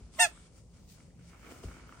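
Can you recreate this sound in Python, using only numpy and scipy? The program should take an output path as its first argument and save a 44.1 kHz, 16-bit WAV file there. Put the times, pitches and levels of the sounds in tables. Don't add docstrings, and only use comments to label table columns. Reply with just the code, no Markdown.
import sys
import numpy as np
from scipy import signal
from scipy.fft import rfft, irfft
from scipy.io import wavfile
from scipy.ndimage import uniform_filter1d

SR = 44100
rng = np.random.default_rng(int(sys.argv[2]) if len(sys.argv) > 2 else 0)


def generate_wav(sig):
    pcm = np.round(np.clip(np.atleast_2d(sig).T, -1, 1) * 32767).astype(np.int16)
    wavfile.write(sys.argv[1], SR, pcm)


N = 88200
TIME_S = np.arange(N) / SR
BINS_HZ = np.fft.rfftfreq(N, 1 / SR)


def undb(db):
    return 10 ** (np.asarray(db) / 20)


def curve(table, col=1):
    table = np.array(table)
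    return np.interp(TIME_S, table[:, 0], table[:, col])


def over_hz(table):
    table = np.array(table, float)
    return np.interp(np.log(BINS_HZ + 1), np.log(table[:, 0] + 1), table[:, 1])


def resonance(hz, width):
    return 1 / (1 + (2 * (BINS_HZ - hz) / width) ** 2)


def walk(rate):
    hold = int(SR / rate)
    steps = np.repeat(rng.standard_normal(N // hold + 1), hold)
    return 1.3 * uniform_filter1d(uniform_filter1d(steps, hold), hold)[:N]


# (frequency [Hz], side against mid [dB])
SIDE_DB = [(60, -15), (250, -8.5), (1000, -6), (3000, -1.5), (8000, 1.5), (15000, -5)]
# (frequency [Hz], left minus right [dB])
LEAN = [(60, -1), (110, 3), (200, 0), (380, -0.5), (700, 1.5), (1290, -0.5), (2380, -4.5), (4400, 5.5),
        (8120, 4.0), (15000, -3)]
GRAINS_PER_S = 300


def diffuse(colour, grainy_db, flicker_db):
    sizes = undb(grainy_db * rng.exponential(size=N).clip(0, 3.5))
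    grains = sizes * (rng.random(N) < GRAINS_PER_S / SR)
    grain_power = uniform_filter1d(grains ** 2, size=60).clip(0) * SR / GRAINS_PER_S
    strength = 6.0 + np.sqrt(grain_power) * (grainy_db > 0)
    mid, side = rfft(rng.standard_normal((2, N)) * strength) * undb(over_hz(colour))
    side = side * undb(over_hz(SIDE_DB))
    pair = np.array([mid + side, mid - side]) * undb(np.outer([.5, -.5], over_hz(LEAN)))
    octave = np.log2(BINS_HZ + 1)
    out = 0
    for centre in range(4, 15):
        band = irfft(pair * np.clip(1 - abs(octave - centre), 0, 1), N)
        out = out + band * undb(flicker_db * walk(12.34))
    return out / np.sqrt(np.mean(out ** 2))


def ring(start, hz, db, t60, rise):
    t = (TIME_S - start).clip(0)
    return undb(db - 60 * t / t60) * (1 - np.exp(-t / rise)) * np.sin(2 * np.pi * hz * t)


# (frequency [Hz], relative level [dB per Hz])
RUMBLE = [(15, -49), (25, -19), (38, -12), (59, -5), (82, -4), (176, -7.5), (290, -20.5), (537, -23),
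          (637, -28.5), (1140, -34.5), (1500, -55.5), (1950, -59.5), (3300, -120)]
RUMBLE_DB = -57.5
# (frequency [Hz], width [Hz], rms level [dB])
HUM = [(56.5, 29, -60), (171.2, 58, -70)]
# (middle [s], half length [s], peak level [dB])
SWELLS = [(.41, 0.096, -61), (0.915, 0.044, -55), (1.241, .075, -53)]


def office():
    out = undb(RUMBLE_DB) * diffuse(RUMBLE, 0, 1.5)
    for hz, width, db in HUM:
        hum = irfft(rfft(rng.standard_normal(N)) * resonance(hz, width), N)
        out = out + undb(db) * hum / hum.std()
    swell = sum(undb(db) * np.exp(-((TIME_S - middle) / half) ** 4) for middle, half, db in SWELLS)
    return out + swell * np.sin(2 * np.pi * HUM[1][0] * TIME_S)


# (time [s], rms level [dB])
SWISH = [(0, -68), (.11, -71), (.15, -57.5), (.2, -75), (.27, -48), (0.3, -66.5), (0.474, -64),
         (0.508, -71.5), (0.584, -63.5), (0.622, -70.5), (0.706, -72), (0.758, -67), (0.868, -71.5),
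         (0.9, -59), (0.938, -61.5), (0.966, -65.5), (1.146, -74), (1.298, -61.5), (1.364, -67.5),
         (1.492, -60.5), (1.52, -56), (1.534, -60.5), (1.63, -62), (1.64, -54.5), (1.662, -60.5),
         (1.856, -68), (2.0, -66.5)]
# (frequency [Hz], relative level [dB per Hz])
SWISH_COLOUR = [(1180, -31), (2000, -5), (2150, -9), (2320, -6.5), (3080, -8), (3900, -9.5), (4670, -6.5),
                (6540, -7), (8390, -8), (9410, -7.5), (10000, -6.5), (13000, -48.5), (22000, -120)]
# (time [s], rms level [dB])
SHEEN = [(0, -86), (.11, -88), (.15, -73), (.2, -74), (.28, -87), (.4, -84), (.49, -97), (.575, -75),
         (.63, -89), (.8, -81), (.86, -75.5), (.88, -71), (.92, -60), (.985, -79.5), (1.13, -89.5),
         (1.32, -73), (1.36, -77), (1.44, -71), (1.52, -63), (1.57, -66), (1.77, -75), (1.854, -88),
         (1.886, -72), (1.94, -82), (2, -84)]
# (frequency [Hz], relative level [dB per Hz])
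SHEEN_COLOUR = [(11000, -80), (12300, -12), (13000, -3), (14500, 0), (16000, -1)]


def swish():
    rustle = undb(curve(SWISH)) * diffuse(SWISH_COLOUR, 1.5, 1.1)
    sheen = undb(curve(SHEEN)) * diffuse(SHEEN_COLOUR, 1.5, 2.1)
    return rustle + sheen


# (time [s], rms level before the resonances lift it [dB])
SCUFF = [(0, -66), (.12, -75.5), (.2, -57.5), (.32, -64.5), (.366, -62.5), (.538, -75), (.58, -66.5),
         (.65, -88), (.756, -73), (.868, -80.5), (.98, -67), (1.17, -81.5), (1.195, -67), (1.26, -72),
         (1.34, -60.5), (1.4, -66), (1.45, -56.5), (1.51, -53), (1.6, -58.5), (1.66, -55.5), (1.76, -58),
         (1.86, -61.5), (2, -62.5)]
# (frequency [Hz], relative level [dB per Hz])
SCUFF_COLOUR = [(150, -35), (250, 5.5), (274, -1), (949, -10), (1310, -12), (1700, -13), (2210, -17),
                (4000, -34.5), (5200, -50), (8800, -120)]
# (frequency [Hz], width [Hz], lift [dB])
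SCUFF_RINGS = [(1350, 300, 8), (2250, 220, 8), (3000, 700, 10)]
GRAIN_DB = 5


def scuff():
    lift_db = sum(db * resonance(hz, width) for hz, width, db in SCUFF_RINGS)
    rubbing = diffuse(SCUFF_COLOUR, GRAIN_DB, 1.8)
    return undb(curve(SCUFF)) * irfft(rfft(rubbing) * undb(lift_db), N)


# (time [s], rms level [dB])
LEAK = [(.1, -97), (.14, -65), (.19, -58), (.28, -68), (.36, -62.5), (.46, -67.5), (.51, -89)]
# (frequency [Hz], width [Hz], relative level [dB])
LEAK_BANDS = [(8400, 2400, -3), (3430, 780, -2.5)]


def leak():
    shape = sum(undb(db) * resonance(hz, width) for hz, width, db in LEAK_BANDS)
    hiss = irfft(rfft(diffuse([(100, 0.002), (16000, 0.012)], 0, 1.5)) * shape, N)
    return undb(curve(LEAK)) * hiss / hiss.std()


# (time [s], strength [dB], change per octave above the lowest floor tone [dB])
THUMPS = [(.004, -40.5, -2.5), (1.634, -33.5, 0)]
# (frequency [Hz], level added to the thump's [dB], 60 dB fade time [s], delay [s])
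FLOOR = [(56.6, 0.5, 0.23, 0.01766), (82, 1.5, 0.16, .016), (164, -10.5, 0.18, 0.016),
         (284, -5.5, 0.049, .008), (428, -7, 0.051, 0.004), (680, -9, 0.022, 0.006),
         (1120, -17, 0.025, 0.0022), (2900, -18.5, 0.015, 0.0035)]
PUSH_CYCLES = 0.072


def thumps():
    out = np.zeros(N)
    for start, db, soft_db in THUMPS:
        for hz, share, t60, late in FLOOR:
            octaves_up = np.log2(hz / FLOOR[0][0])
            out += ring(start + late, hz, db + share + soft_db * octaves_up, t60, PUSH_CYCLES / hz)
    return out


# (time [s], strength [dB], pitch [Hz])
TICKS = [(1.005, -49, 2100), (1.105, -57, 1900), (1.6325, -41, 1000), (1.8926, -37, 1400),
         (1.9241, -33.5, 1250)]
# (multiple of the pitch, level added to the tick's [dB])
TICK_RINGS = [(1, 0), (.45, -12), (1.5, -11), (2.2, -13)]
TICK_T60_S, TICK_RISE_S = .009, .0005


def ticks():
    out = np.zeros(N)
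    for start, db, hz in TICKS:
        for multiple, share in TICK_RINGS:
            out -= ring(start, hz * multiple, db + share, TICK_T60_S, TICK_RISE_S)
    return out


WAVER = .004
AIR_DB = -43
FLUTTER_DB, FLUTTER_PER_S = 4, 140
CHOKE_DB = -6


def reed(course, tones, brighten, choke):
    db = uniform_filter1d(curve(course, col=2), size=100)
    pitch_hz = uniform_filter1d(curve(course), size=200) * (1 + WAVER * walk(150))
    phase = 2 * np.pi * np.cumsum(pitch_hz) / SR
    sounding = (np.arange(N) > course[0][0] * SR) & (np.arange(N) < course[-1][0] * SR)
    choked_db = choke * np.minimum(db - CHOKE_DB, 0)
    out = 0
    for k, left, right in tones:
        uneven_db = [FLUTTER_DB * min(k / 5, 1) * walk(FLUTTER_PER_S) for _ in range(2)]
        ears = undb([left + uneven_db[0], right + uneven_db[1]])
        squeeze = undb(db * (1.5 + brighten * k) + (k > 1) * choked_db)
        out = out + ears * squeeze * np.sin(k * phase)
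    band = signal.butter(2, (3000, 14000), "bandpass", fs=SR, output="sos")
    air = signal.sosfilt(band, rng.standard_normal((2, N)))
    return sounding * (out + undb(AIR_DB + db) * air)


# (time [s], pitch [Hz], level [dB])
LOW_REED = [(.176, 562.7, -33.5), (.184, 598, -18.5), (.192, 636.5, -5), (.202, 717.3, 0),
            (.214, 719.4, -1.5), (.232, 718, -0.5), (.246, 704.6, -1.5), (.258, 682, -3.5), (.268, 644, -6),
            (.274, 622, -14.5), (.285, 694, -21), (.292, 686, -43)]
HIGH_REED = [(.16, 1085, -20), (.183, 1075, -13), (.189, 1050, -7), (.1935, 985, -4.5), (.198, 893, -2),
             (.205, 900, -.5), (.213, 920, 0), (.222, 915, 0), (.234, 891, 0), (.244, 870, -.5),
             (.252, 842, -2.5), (.259, 820, -5), (.264, 870, -13), (.3, 880, -16), (.312, 880, -35)]
# (multiple of the pitch, left [dB], right [dB])
LOW_TONES = [(1.003, -30, -22), (2.009, -34, -35), (3.014, -45, -33.5), (4.01, -39.5, -38.5),
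             (4.99, -50, -36), (5.9, -45.5, -41), (7.05, -38.5, -36.5), (8.3, -43.5, -41), (8.98, -41, -35),
             (9.8, -33, -43.5), (11.09, -37, -38.5), (12.7, -33.5, -36), (13.2, -40, -36.5),
             (14.1, -47.5, -46.5), (17, -53, -52), (18, -55.5, -53.5), (19, -48.5, -52.5), (20, -59, -59),
             (21, -57.5, -59.5)]
HIGH_TONES = [(1, -30, -30), (2, -23.5, -22), (3, -29.5, -22.5), (4, -29, -26.5), (5, -34, -31.5),
              (6, -30.5, -38.5), (7, -32.5, -36.5), (8, -32.5, -31.5), (9, -27, -36), (10, -27, -26),
              (11, -44, -47), (14, -45, -43.5), (15, -50.5, -48), (16, -50, -50.5), (17, -63.5, -61.5)]
# (frequency [Hz], phase by which left leads [radians])
PORT_PHASE = [(720, -.3), (920, .2), (1450, -1.5), (1800, .55), (2150, 1.7), (2700, .65), (3600, 2.6),
              (4500, 3.9), (5400, 5.6), (6400, 7.9), (8000, 6.6), (9100, 5.2), (11000, 3.1), (13000, 1.7),
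              (14500, 0)]
# (left delay [s], right delay [s], level [dB])
ECHOES = [(.0031, .0036, -25.5), (.0074, .0066, -14)]
LOW_BRIGHTEN, HIGH_BRIGHTEN = .12, .5
HIGH_CHOKE = 1.5
ROOM_T60_S, ROOM_DB = 0.17, -19.5


def squeak():
    low = reed(LOW_REED, LOW_TONES, LOW_BRIGHTEN, 0)
    high = reed(HIGH_REED, HIGH_TONES, HIGH_BRIGHTEN, HIGH_CHOKE)
    turn = np.exp(1j * np.outer([.5, -.5], over_hz(PORT_PHASE)))
    direct = irfft(rfft(low + high) * turn, N)
    near = 0
    for left, right, db in ECHOES:
        delayed = [np.roll(direct[0], int(left * SR)), np.roll(direct[1], int(right * SR))]
        near = near + undb(db) * np.array(delayed)
    t = np.arange(SR // 2) / SR
    tail = rng.standard_normal((2, len(t))) * undb(-60 * t / ROOM_T60_S) * (t > .008)
    tail = tail / np.sqrt(np.sum(tail ** 2, axis=1, keepdims=True))
    room = signal.fftconvolve(direct, tail, axes=1)[:, :N]
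    return direct + near + undb(ROOM_DB) * room


PORT_LAG_S = .00005


def scene():
    leaning_thumps = np.outer(undb([.7, -.7]), thumps())
    around = office() + swish() + scuff() + leak() + leaning_thumps + ticks()
    late_right = np.roll(around[1], int(PORT_LAG_S * SR))
    return squeak() + np.array([around[0], late_right])


LOW_CUT_HZ, TOP_HZ = 37, 15800
DIP_HZ, DIP_DB = (10000, 12300), -26


def record(dry):
    bass_cut = signal.butter(2, LOW_CUT_HZ, "highpass", fs=SR, output="sos")
    dip_band = signal.butter(6, DIP_HZ, "bandpass", fs=SR, output="sos")
    top_cut = signal.ellip(10, .2, 80, TOP_HZ, fs=SR, output="sos")
    dry = signal.sosfilt(bass_cut, dry)
    dip = signal.sosfiltfilt(dip_band, dry)
    return signal.sosfilt(top_cut, dry - (1 - undb(DIP_DB)) * dip)


dry = scene()
out = record(dry)
generate_wav(out)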